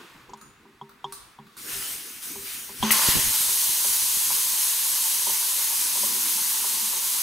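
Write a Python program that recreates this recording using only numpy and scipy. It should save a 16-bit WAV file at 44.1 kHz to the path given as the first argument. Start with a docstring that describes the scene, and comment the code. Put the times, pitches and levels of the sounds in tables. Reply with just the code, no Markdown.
"""In a workshop a tyre is let down, taken by two microphones mixed together: one inside it, one in the room.
A valve tool knocks the wheel, the core leaks, then pops out and the jet hisses steadily as it slowly sags.
Inside, each knock rings the modes of wheel and air, and flow noise rings the hollow and the stem.
Outside, in stereo, shaped noise makes ticks, jet and workshop; low pushes and gusts buffet the ports."""
import sys
import numpy as np
from scipy import signal
from scipy.fft import rfft, irfft, next_fast_len
from scipy.io import wavfile
from scipy.ndimage import uniform_filter1d, map_coordinates

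SR = 44100
rng = np.random.default_rng(int(sys.argv[2]) if len(sys.argv) > 2 else 0)


def wav_out(sig):
    """Save sig, one row per channel (or a flat mono array), as 16-bit PCM at SR to the path in sys.argv[1]."""
    wavfile.write(sys.argv[1], SR, np.round(np.clip(np.atleast_2d(sig).T, -1, 1) * 32767).astype(np.int16))


N = 318402

# Likeness of left and right at the room microphone: hz, likeness (1 is the same on both sides)
LEFT_RIGHT_LIKENESS = [(300, 1), (700, 1), (1100, 0.98), (2500, 0.43), (5200, 0.6), (5900, 0.96), (8200, 1),
                       (9000, 0.75), (15000, .55)]

POP_S = 2.906  # the core leaves the valve
SURGE_S = 3.09  # the flow swells once as the tool is pulled clear
SAG_DB_PER_S = 0.71  # the pressure falls slowly
VALVE_PAN_DB = 0.8  # left over right: the valve is left of centre


def amp(db):
    """Gain of a level in dB."""
    return 10 ** (np.asarray(db) / 20)


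def unit(x):
    """x at rms 1."""
    return x / np.sqrt(np.mean(x ** 2) + 1e-20)


def along(points, hz):
    """(Hz, value) points read at hz along a log frequency axis."""
    f, v = np.transpose(points)
    return np.interp(np.log(hz + 1), np.log(f + 1), v)


def curves(rows):
    """One value per sample for each column after the time."""
    s, *columns = np.transpose(rows)
    return [np.interp(np.arange(N) / SR, s, column) for column in columns]


def wobble(rate):
    """A smooth random curve with rate knots a second."""
    knots = rng.standard_normal(int(N * rate / SR) + 4)
    return map_coordinates(knots, [np.arange(N) * rate / SR])


def filtered(x, response):
    """x through a response of frequency, real or complex."""
    n = x.shape[-1]
    m = next_fast_len(n + 8192)
    return irfft(rfft(x, m) * response(np.fft.rfftfreq(m, 1 / SR)), m)[..., :n]


def above(edge_hz):
    """Steep bass cut."""
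    return lambda f: f ** 4 / (f ** 4 + edge_hz ** 4)


def resonances(modes):
    """Causal response of summed (Hz, width Hz, dB) resonances, alternating in sign."""
    def response(f):
        total = 0
        for k, (centre, width, db) in enumerate(modes):
            damping = 1j * f * width
            total = total + (-1) ** k * amp(db) * damping / (centre * centre - f * f + damping)
        return total
    return response


def panned(db):
    """Left and right gains for a level difference, left over right."""
    return amp(np.array([db / 2, -db / 2]))


def rush(spectrum, likeness, patchy_db=1.):
    """Stereo noise of rms 1, shaped in frequency, with patches of random gain in time and frequency."""
    z = signal.stft(rng.standard_normal((2, N)), nperseg=512)[2]
    patches = uniform_filter1d(rng.standard_normal(z.shape[1:]), 6, 0)
    patches = uniform_filter1d(patches, 12, 1)
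    pair = signal.istft(z * amp(patchy_db * unit(patches)), nperseg=512)[1][:, :N]

    def mid_side(hz):
        # the angle shares the power so that left and right correlate by the wanted likeness
        turn = np.arccos(np.clip(along(likeness, hz), -1, 1)) / 2
        return amp(along(spectrum, hz)) * [np.cos(turn), np.sin(turn)]

    mid, side = filtered(pair, mid_side)
    return unit(np.array([mid + side, mid - side]))


def settling(from_s):
    """1 while the first flow is rough, then a smooth bell-shaped fall to 0."""
    settle_s = 0.23
    return np.exp(-(np.maximum(np.arange(N) / SR - from_s, 0) / settle_s) ** 2)


def workshop():
    """Rumble, drone and far hiss of the hall, with cloth and shoes shuffling nearby, all as shaped noise."""
    # Spectra of rumble and shuffle: hz, level_db
    rumble_spectrum = [(15, -14), (30, 0.5), (70, 0), (130, 2), (300, -48)]
    shuffle_spectrum = [(50, -80), (100, -16), (140, -4), (210, 1.5), (350, 0), (500, -7), (900, -73)]
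    # Spectra of drone and far hiss: hz, density_db (per Hz)
    drone_spectrum = [(260, -54), (450, -10), (621, -10), (987, -0.5), (1100, 0.5), (1630, -1.5),
                      (2400, -4.5), (2620, -3.5), (5000, -32), (6500, -64), (11000, -120)]
    hiss_spectrum = [(1760, -34), (3000, -10), (3470, -5.5), (5390, -12.5), (6790, -15), (11500, -17.5),
                     (15900, -20.5)]
    # Levels through time of rumble and of shuffle: time_s, level_db
    rumbling = [(0, -60), (.4, -71), (1.5, -65.5), (1.85, -59.5), (2.2, -69), (3.1, -62), (4.5, -67),
                (5.6, -69.5), (6.25, -82), (6.6, -68.5), (7.22, -72)]
    shuffling = [(0, -52), (.3, -60), (.75, -65), (1.55, -60.5), (1.72, -48), (2, -54.5), (2.8, -54.5),
                 (3.1, -51), (3.45, -51.5), (3.65, -63), (4.4, -62), (4.8, -73), (5.09, -61), (5.3, -82),
                 (5.95, -59.5), (6.15, -45), (6.5, -57.5), (7.22, -62.5)]
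    # Levels through time of the hall: time_s, drone_db, hiss_db
    hall = [(0.0, -49, -52.3), (0.372, -58, -64.5), (0.598, -59.5, -66), (0.86, -62, -66),
            (0.982, -59, -66.8), (1.212, -57, -55), (1.412, -59, -65.5), (1.56, -60.5, -58.8)]

    (rumble_db,), (shuffle_db,) = curves(rumbling), curves(shuffling)
    drone_db, hiss_db = curves(hall)
    rumble = amp(rumble_db + 4.5 * wobble(13)) * rush(rumble_spectrum, [(50, 0.92)], patchy_db=2.5)
    shuffle = amp(shuffle_db + 1.6 * wobble(18)) * rush(shuffle_spectrum, [(200, 0.96)], patchy_db=3.5)
    drone = filtered(rush(drone_spectrum, LEFT_RIGHT_LIKENESS, patchy_db=.5), above(200))
    hiss = filtered(rush(hiss_spectrum, LEFT_RIGHT_LIKENESS, patchy_db=.5), above(900))
    return rumble + shuffle + amp(drone_db) * drone + amp(hiss_db) * hiss


def knocks():
    """Inside the tyre: each knock rings the parts of the wheel; the contact chatters and scratches briefly."""
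    # Knocks of the tool: start_s, level_db, then tread_db, air_ring_db, cavity_db, sidewall_db over that level
    knock_rows = [(0.294, -42, -12, -12, -10.5, -28), (0.334, -34, -22, -18, -21, -33),
                  (0.654, -51.5, -9, -1.5, -2, -20), (0.813, -34, -7.5, -13.5, -13, -32),
                  (1.043, -23.5, -11.5, -24, -18.5, -34), (1.388, -36, -4.5, -8.5, -16, -25),
                  (1.649, -55.5, -15, -11, 5, 2), (1.746, -56, 6, -9, 7, -21),
                  (2.357, -41, -27, -10, -3, -16), (2.693, -41, -12, -14, -9.5, -18),
                  (2.827, -19, -13, -5, -14, -23), (3.483, -35.5, -14, -28, -15.5, -11),
                  (3.844, -32, -22, -21, -17.5, -14), (4.304, -29.5, -27, -19, -30, -20),
                  (5.269, -31.5, -40, -20, -12, -14), (5.296, -33.5, -13, -41, -25, -9.5),
                  (5.579, -49, -10, -22, -24, -13), (5.722, -35.5, -20, -24, -33, -20),
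                  (5.954, -41, -21, -17, -19, -6), (5.972, -36, -14, -18, -20, -15),
                  (6.033, -33, -26, -13, -28, -5), (6.642, -32.5, -27, -27, -20, -21),
                  (6.82, -46.5, 0, 3, -21, -21), (6.932, -35.5, -40, -17, -19, -13)]
    # Modes of the wheel: pitch_hz, level_db, t60_s
    wheel_modes = [(144, 1, 0.17), (217.2, 0.5, 0.33), (395, 1.5, 0.38), (575, 12, 0.047), (730, -26, 0.14),
                   (819, -4, 0.058), (895, 4, 0.037), (932, -18.5, 0.39), (967.5, 8, 0.035),
                   (992, -2.5, 0.05), (1084, -3.5, 0.065), (1168, -16, 0.057), (2680, -23, 0.025),
                   (2850, -19, .03), (2840, -17, 0.055), (3050, -5, 0.063), (3260, 18.5, 0.018),
                   (3461, -6, 0.1), (3546, -1, 0.075), (3580, -6, 0.044), (5380, -22, 0.099)]
    # Pitches dividing the modes into tread, ring of air, cavity, sidewall, body and rim: edge_hz
    part_edges_hz = [180, 300, 470, 780, 2000]
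    # Scratch of metal on metal at the contact: centre_hz, width_hz, level_db
    scratch_modes = [(2700, 1100, -15), (4700, 1000, -4), (6740, 830, 1), (7760, 500, -6)]
    usual_db, rim_db, grows = -31.5, -17.5, 0.84  # rim at a usual knock; growth in dB per dB of knock
    seated_s, seeking_db, seated_db = .5, -7, -30.5  # scratches more until the tool sits on the core

    out, t = np.zeros(N + SR), np.arange(SR // 2) / SR
    hz, level, t60 = np.transpose(wheel_modes)
    part = np.digitize(hz, part_edges_hz)
    luck_db = rng.standard_normal((len(knock_rows), len(wheel_modes)))
    chatter = rng.standard_normal((len(knock_rows), SR // 50)) * amp(-30 - 60 * t[:SR // 50] / .03)
    chatter[:, 0] = 1
    chatter[:, round(.0052 * SR)] = 0.18  # the tool bounces once
    grit = unit(filtered(rng.standard_normal((len(knock_rows), len(t))), resonances(scratch_modes)))
    grit = grit * amp(-60 * t / 0.043)
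    ring_rise = 1 - np.exp(-t / (0.0024 + 0.64 / hz[:, None]))  # low modes take longer to build up
    scratch_rise = 1 - np.exp(-t / 0.0018)
    for row, luck, contact, noise in zip(knock_rows, luck_db, chatter, grit):
        s, db, tread, air, cavity, sidewall = row
        harder_db = grows * (db - usual_db)
        rim = rim_db + harder_db
        scratch_db = seeking_db if s < seated_s else seated_db + harder_db
        strength = level + np.array([tread, air, cavity, sidewall, 0, rim])[part] + luck
        decay = amp(strength[:, None] - 60 * t / t60[:, None])
        ring = decay * np.sin(2 * np.pi * hz[:, None] * t) * ring_rise
        knock = signal.fftconvolve(ring.sum(0), contact)[:len(t)]
        knock = knock + amp(scratch_db) * noise * scratch_rise
        out[round(s * SR):][:len(t)] += amp(db) * knock
    return filtered(out[:N], above(70))


def walls():
    """A fresh stereo room tail of noise, left energy 1; each frequency dies at its own speed."""
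    # Decay of the room: hz, t60_s
    wall_decay = [(500, 1), (2000, 0.35), (7000, 0.55), (15000, 0.35)]
    hz, t, z = signal.stft(rng.standard_normal((2, SR // 2)), SR, nperseg=256)
    decay = amp(-60 * t / along(wall_decay, hz)[:, None])
    tail = signal.istft(z * decay, SR, nperseg=256)[1][:, :SR // 2]
    return tail / np.linalg.norm(tail[0])


def ticks():
    """The tool on the valve from the room: a noise clack, a thin whistling leak, a spit of air, and the walls."""
    # Ticks: start_s, level_db, then leak_db and spit_db over that level
    tick_rows = [(0.3738, -55.5, -7, -22), (0.413, -45.5, -10.5, -18), (0.7294, -69.5, -29, -20),
                 (0.8936, -49, -38, -25), (1.1235, -41, -29, 3), (1.468, -55, -30, -19),
                 (1.568, -46, -27, -0.5)]
    # Spectrum of the clack: hz, level_db
    clack_spectrum = [(300, -1), (800, -27), (1100, 16), (1500, 3), (2500, -18), (4500, -4), (5500, -17),
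                      (9000, -8), (16000, -9)]
    # Air leaking past the tool: centre_hz, width_hz, level_db
    leak_modes = [(6900, 500, -3), (7130, 280, -2), (9300, 400, -7)]
    # A puff past the seal: centre_hz, width_hz, level_db
    spit_modes = [(4200, 800, 5.5), (9130, 820, 11.5), (14600, 4000, -2)]
    room_db = 2.5  # walls over the direct sound

    out, t = np.zeros((2, N + SR)), np.arange(SR // 2) / SR
    snap = 1 + 1.5 * amp(-60 * t / .006)  # the first instant is the hardest
    for s, db, leak_db, spit_db in tick_rows:
        noise = rng.standard_normal((3, len(t)))
        clack = unit(filtered(noise[0], lambda f: amp(along(clack_spectrum, f)))) * amp(-60 * t / 0.055)
        leak = unit(filtered(noise[1], resonances(leak_modes))) * amp(leak_db - 60 * t / 0.27)
        spit = unit(filtered(noise[2], resonances(spit_modes))) * amp(spit_db - 60 * t / 0.12)
        direct = amp(db) * (clack + leak + spit) * snap
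        echo = amp(room_db) * signal.fftconvolve(direct[None], walls(), axes=1)[:, :len(t)]
        out[:, round(s * SR):][:, :len(t)] += panned(VALVE_PAN_DB)[:, None] * direct + echo
    return out[:, :N]


def nearby(x):
    """Echoes of the hall comb the jet finely; the response, direct sound included, has energy 1."""
    echo_db, t60_s, delay_s = -8.5, .25, .01  # echo level is against the direct sound
    t = np.arange(SR // 2) / SR
    tail = rng.standard_normal(len(t)) * amp(-60 * t / t60_s) * (t > delay_s)
    tail = amp(echo_db) * tail / np.linalg.norm(tail)
    tail[0] = 1  # direct sound
    return signal.fftconvolve(x, tail[None] / np.linalg.norm(tail), axes=1)[:, :N]


def jet():
    """Turbulent noise at the valve: a leak past the core, a blast as it leaves, a flow that swells and sags."""
    # The leak as the core is unscrewed: time_s, fizz_db, body_db
    leaking = [(1.575, -45.5, -48.5), (1.66, -38.5, -47.5), (1.69, -35.5, -40), (1.733, -32, -37.5),
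               (1.937, -33.5, -41), (2.055, -39.5, -45), (2.215, -41, -47.5), (2.229, -34.5, -42.5),
               (2.413, -38.5, -47), (2.465, -35, -39.5), (2.547, -35, -41), (2.715, -41.5, -46),
               (2.815, -37.5, -41.5), (2.83, -35, -31.5), (2.9, -31.5, -31)]
    # Spectra past the loosened core, through the open stem, of the body, and at full pressure:
    # hz, density_db (per Hz)
    leak_spectrum = [(1760, -32), (3000, -30), (3900, -15), (5750, 1), (7480, -0.5), (8650, 3.5),
                     (11700, 3), (12900, 0.5), (15200, 2.5), (15700, -8)]
    fizz_spectrum = [(1760, -33), (3000, -12), (4070, -5.5), (5040, -6), (6210, -4), (7330, -4), (9800, 0),
                     (12900, -1.5), (15100, -6), (15700, -9)]
    body_spectrum = [(650, -9.5), (1100, -8.5), (1380, -3), (3100, -2), (5020, -4.5), (6000, -14),
                     (7800, -18), (13200, -120)]
    blast_spectrum = [(2400, -40), (4000, -13), (7300, -10), (10000, 0), (12000, -3), (14000, -1),
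                      (15700, -3)]
    flow_fizz_db, flow_body_db, flow_pan_db = -21.5, -40.5, 0.3  # fizz before the sag; body once settled
    rough_body_db = 12  # extra body in the rough first flow
    surge_width_s, surge_peak_db = 0.04, 3
    blast_db, blast_pan_db = -13.5, 4
    blast_rise_s, blast_hold_s, blast_t60_s = .008, .012, .05

    t = np.arange(N) / SR
    core_out, since = t > POP_S, np.maximum(t - POP_S, 0)
    leak_fizz_db, leak_body_db = curves(leaking)
    surge_db = surge_peak_db * np.exp(-((t - SURGE_S) / surge_width_s) ** 2)
    open_fizz_db = flow_fizz_db - SAG_DB_PER_S * since + surge_db
    open_body_db = flow_body_db + rough_body_db * settling(SURGE_S) + surge_db
    fizz_db = np.where(core_out, open_fizz_db, leak_fizz_db)
    body_db = np.where(core_out, open_body_db, leak_body_db)
    flutter_db = 0.47 * wobble(11) + 0.38 * wobble(40)

    open_noise = rush(fizz_spectrum, LEFT_RIGHT_LIKENESS, patchy_db=.5)
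    leak_noise = rush(leak_spectrum, LEFT_RIGHT_LIKENESS, patchy_db=1.5)
    rise = np.minimum(since / blast_rise_s, 1)
    fizz = amp(fizz_db + flutter_db) * np.where(core_out, open_noise, leak_noise)
    fizz = fizz * np.where(core_out, rise, 1)
    body = amp(body_db + flutter_db) * rush(body_spectrum, LEFT_RIGHT_LIKENESS, patchy_db=1.57)
    fall_db = -60 * np.maximum(since - blast_rise_s - blast_hold_s, 0) / blast_t60_s
    blast = rise * amp(blast_db + fall_db) * rush(blast_spectrum, LEFT_RIGHT_LIKENESS, patchy_db=1.0)
    blast = blast * panned(blast_pan_db)[:, None]
    stream = panned(np.where(core_out, flow_pan_db, VALVE_PAN_DB)) * (fizz + body)
    return (t > leaking[0][0]) * filtered(nearby(stream) + blast, above(620))


def buffeting():
    """Eddies of the jet hit each microphone port: single low pushes or pulls, each inside a lumpy gust."""
    # Pushes on the ports: start_s, level_db, left_right_db, together (1 same way on both ports, -1 opposed)
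    puffs = [(2.829, -19, 0, 1), (2.91, -22, -4, 1), (3.087, -8.5, 3, 1), (3.155, -8.5, -1, -1),
             (3.17, -14.5, -10, 1), (3.193, -17.5, -6, 1), (3.26, -30, 2, 1), (3.305, -30, -9, 1),
             (3.406, -33, -11, 1), (3.693, -30, 2, 1), (4.031, -38, 2, 1), (4.171, -30.5, 4, 1),
             (4.276, -35, 0, 1), (4.303, -38, -10, 1), (4.487, -45, 0, 1)]
    # Spectrum of the eddies: hz, level_db
    eddy_spectrum = [(15, -13), (40, -15), (120, -6), (300, -8), (600, -18), (1200, -70)]
    push_s = 0.0011  # time constant of a push
    gust_db, gust_rise_s, gust_t60_s = -19, 0.012, 0.26  # level against its push; rises ahead of it

    lumps = amp(3.0 * np.array([wobble(40), wobble(40)]))  # each port has its own
    eddies = unit(lumps * rush(eddy_spectrum, [(50, 0.046)], patchy_db=6.5))
    pushes, gust, t = np.zeros((2, N)), np.zeros(N), np.arange(N) / SR
    push_or_pull = rng.choice([-1, 1], size=len(puffs))
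    for (s, db, pan_db, together), way in zip(puffs, push_or_pull):
        after, before = np.maximum(t - s, 0), np.minimum(t - s, 0)
        u = after / push_s
        ports = way * panned(pan_db) * [np.sign(together), 1]
        pushes += amp(db) * ports[:, None] * u * (2 - u) * np.exp(-u)
        gust += amp(db + gust_db - 60 * after / gust_t60_s) * np.exp(before / gust_rise_s)
    return gust * eddies + pushes


def draught():
    """Inside, once the core is loose: rushing air excites the hollow of the tyre and whistles in the stem."""
    # Hollow of the tyre: centre_hz, width_hz, level_db (for one pass of the filter)
    hollow_modes = [(196, 79, -6.5), (381, 49, -4.5), (590, 125, -8), (772, 70, -5), (894.4, 30.5, 2),
                    (951, 41, 3.5), (1069, 220, -0.5)]
    # Pipe of the valve stem: centre_hz, width_hz, level_db
    stem_modes = [(1910, 900, -6.5), (3080, 610, -1.5), (6330, 200, 5)]
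    loose_s = 2.832  # air starts to move inside
    settled_hollow_db, rough_hollow_db, hollow_hold_s = -46, 12.5, 2.98  # the hollow calms a little sooner
    pop_whistle_db, rough_whistle_db = -36.5, 2.5  # whistle at the pop, without its rough extra

    t = np.arange(N) / SR
    hollow_db = settled_hollow_db + rough_hollow_db * settling(hollow_hold_s)
    whistle_db = pop_whistle_db - SAG_DB_PER_S * (t - POP_S) + rough_whistle_db * settling(SURGE_S)
    hollow_ring = resonances(hollow_modes)
    hollow = filtered(rng.standard_normal(N) * amp(0.21 * wobble(30)), hollow_ring)
    # a second, gentler pass leaves it dark between the modes
    hollow = filtered(hollow, lambda f: above(150)(f) * np.abs(hollow_ring(f)) ** 0.59)
    whistle = filtered(rng.standard_normal(N), resonances(stem_modes))
    whistle = filtered(whistle, above(800))
    return (t > loose_s) * (amp(hollow_db) * unit(hollow) + amp(whistle_db) * unit(whistle))


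def pop():
    """The core pops out: a sharp click and a short gush of noise ring the stem, placed to the left."""
    # The core leaving its seat: centre_hz, width_hz, level_db
    seat_modes = [(1300, 200, -3), (2020, 130, 5.5), (2700, 1200, -8.5)]
    pop_db, pan_db = -6.5, 8
    out, t = np.zeros(N), np.arange(SR // 4) / SR
    click, gush = 3 * amp(-60 * t / .008), .5 * amp(-60 * t / .3)
    out[round(POP_S * SR):][:len(t)] = (click + gush) * rng.standard_normal(len(t))
    return amp(pop_db) * panned(pan_db)[:, None] * filtered(out, resonances(seat_modes))


def scene():
    """The microphone inside the tyre (knocks, draught) is mono, the one in the room stereo."""
    inside = knocks() + draught()
    room = ticks() + pop() + jet() + buffeting() + workshop()
    return inside + room


def record(dry):
    """Nothing is kept from the band limit up."""
    top_hz = 15750
    return filtered(dry, lambda hz: hz < top_hz)


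dry = scene()
out = record(dry)
wav_out(out)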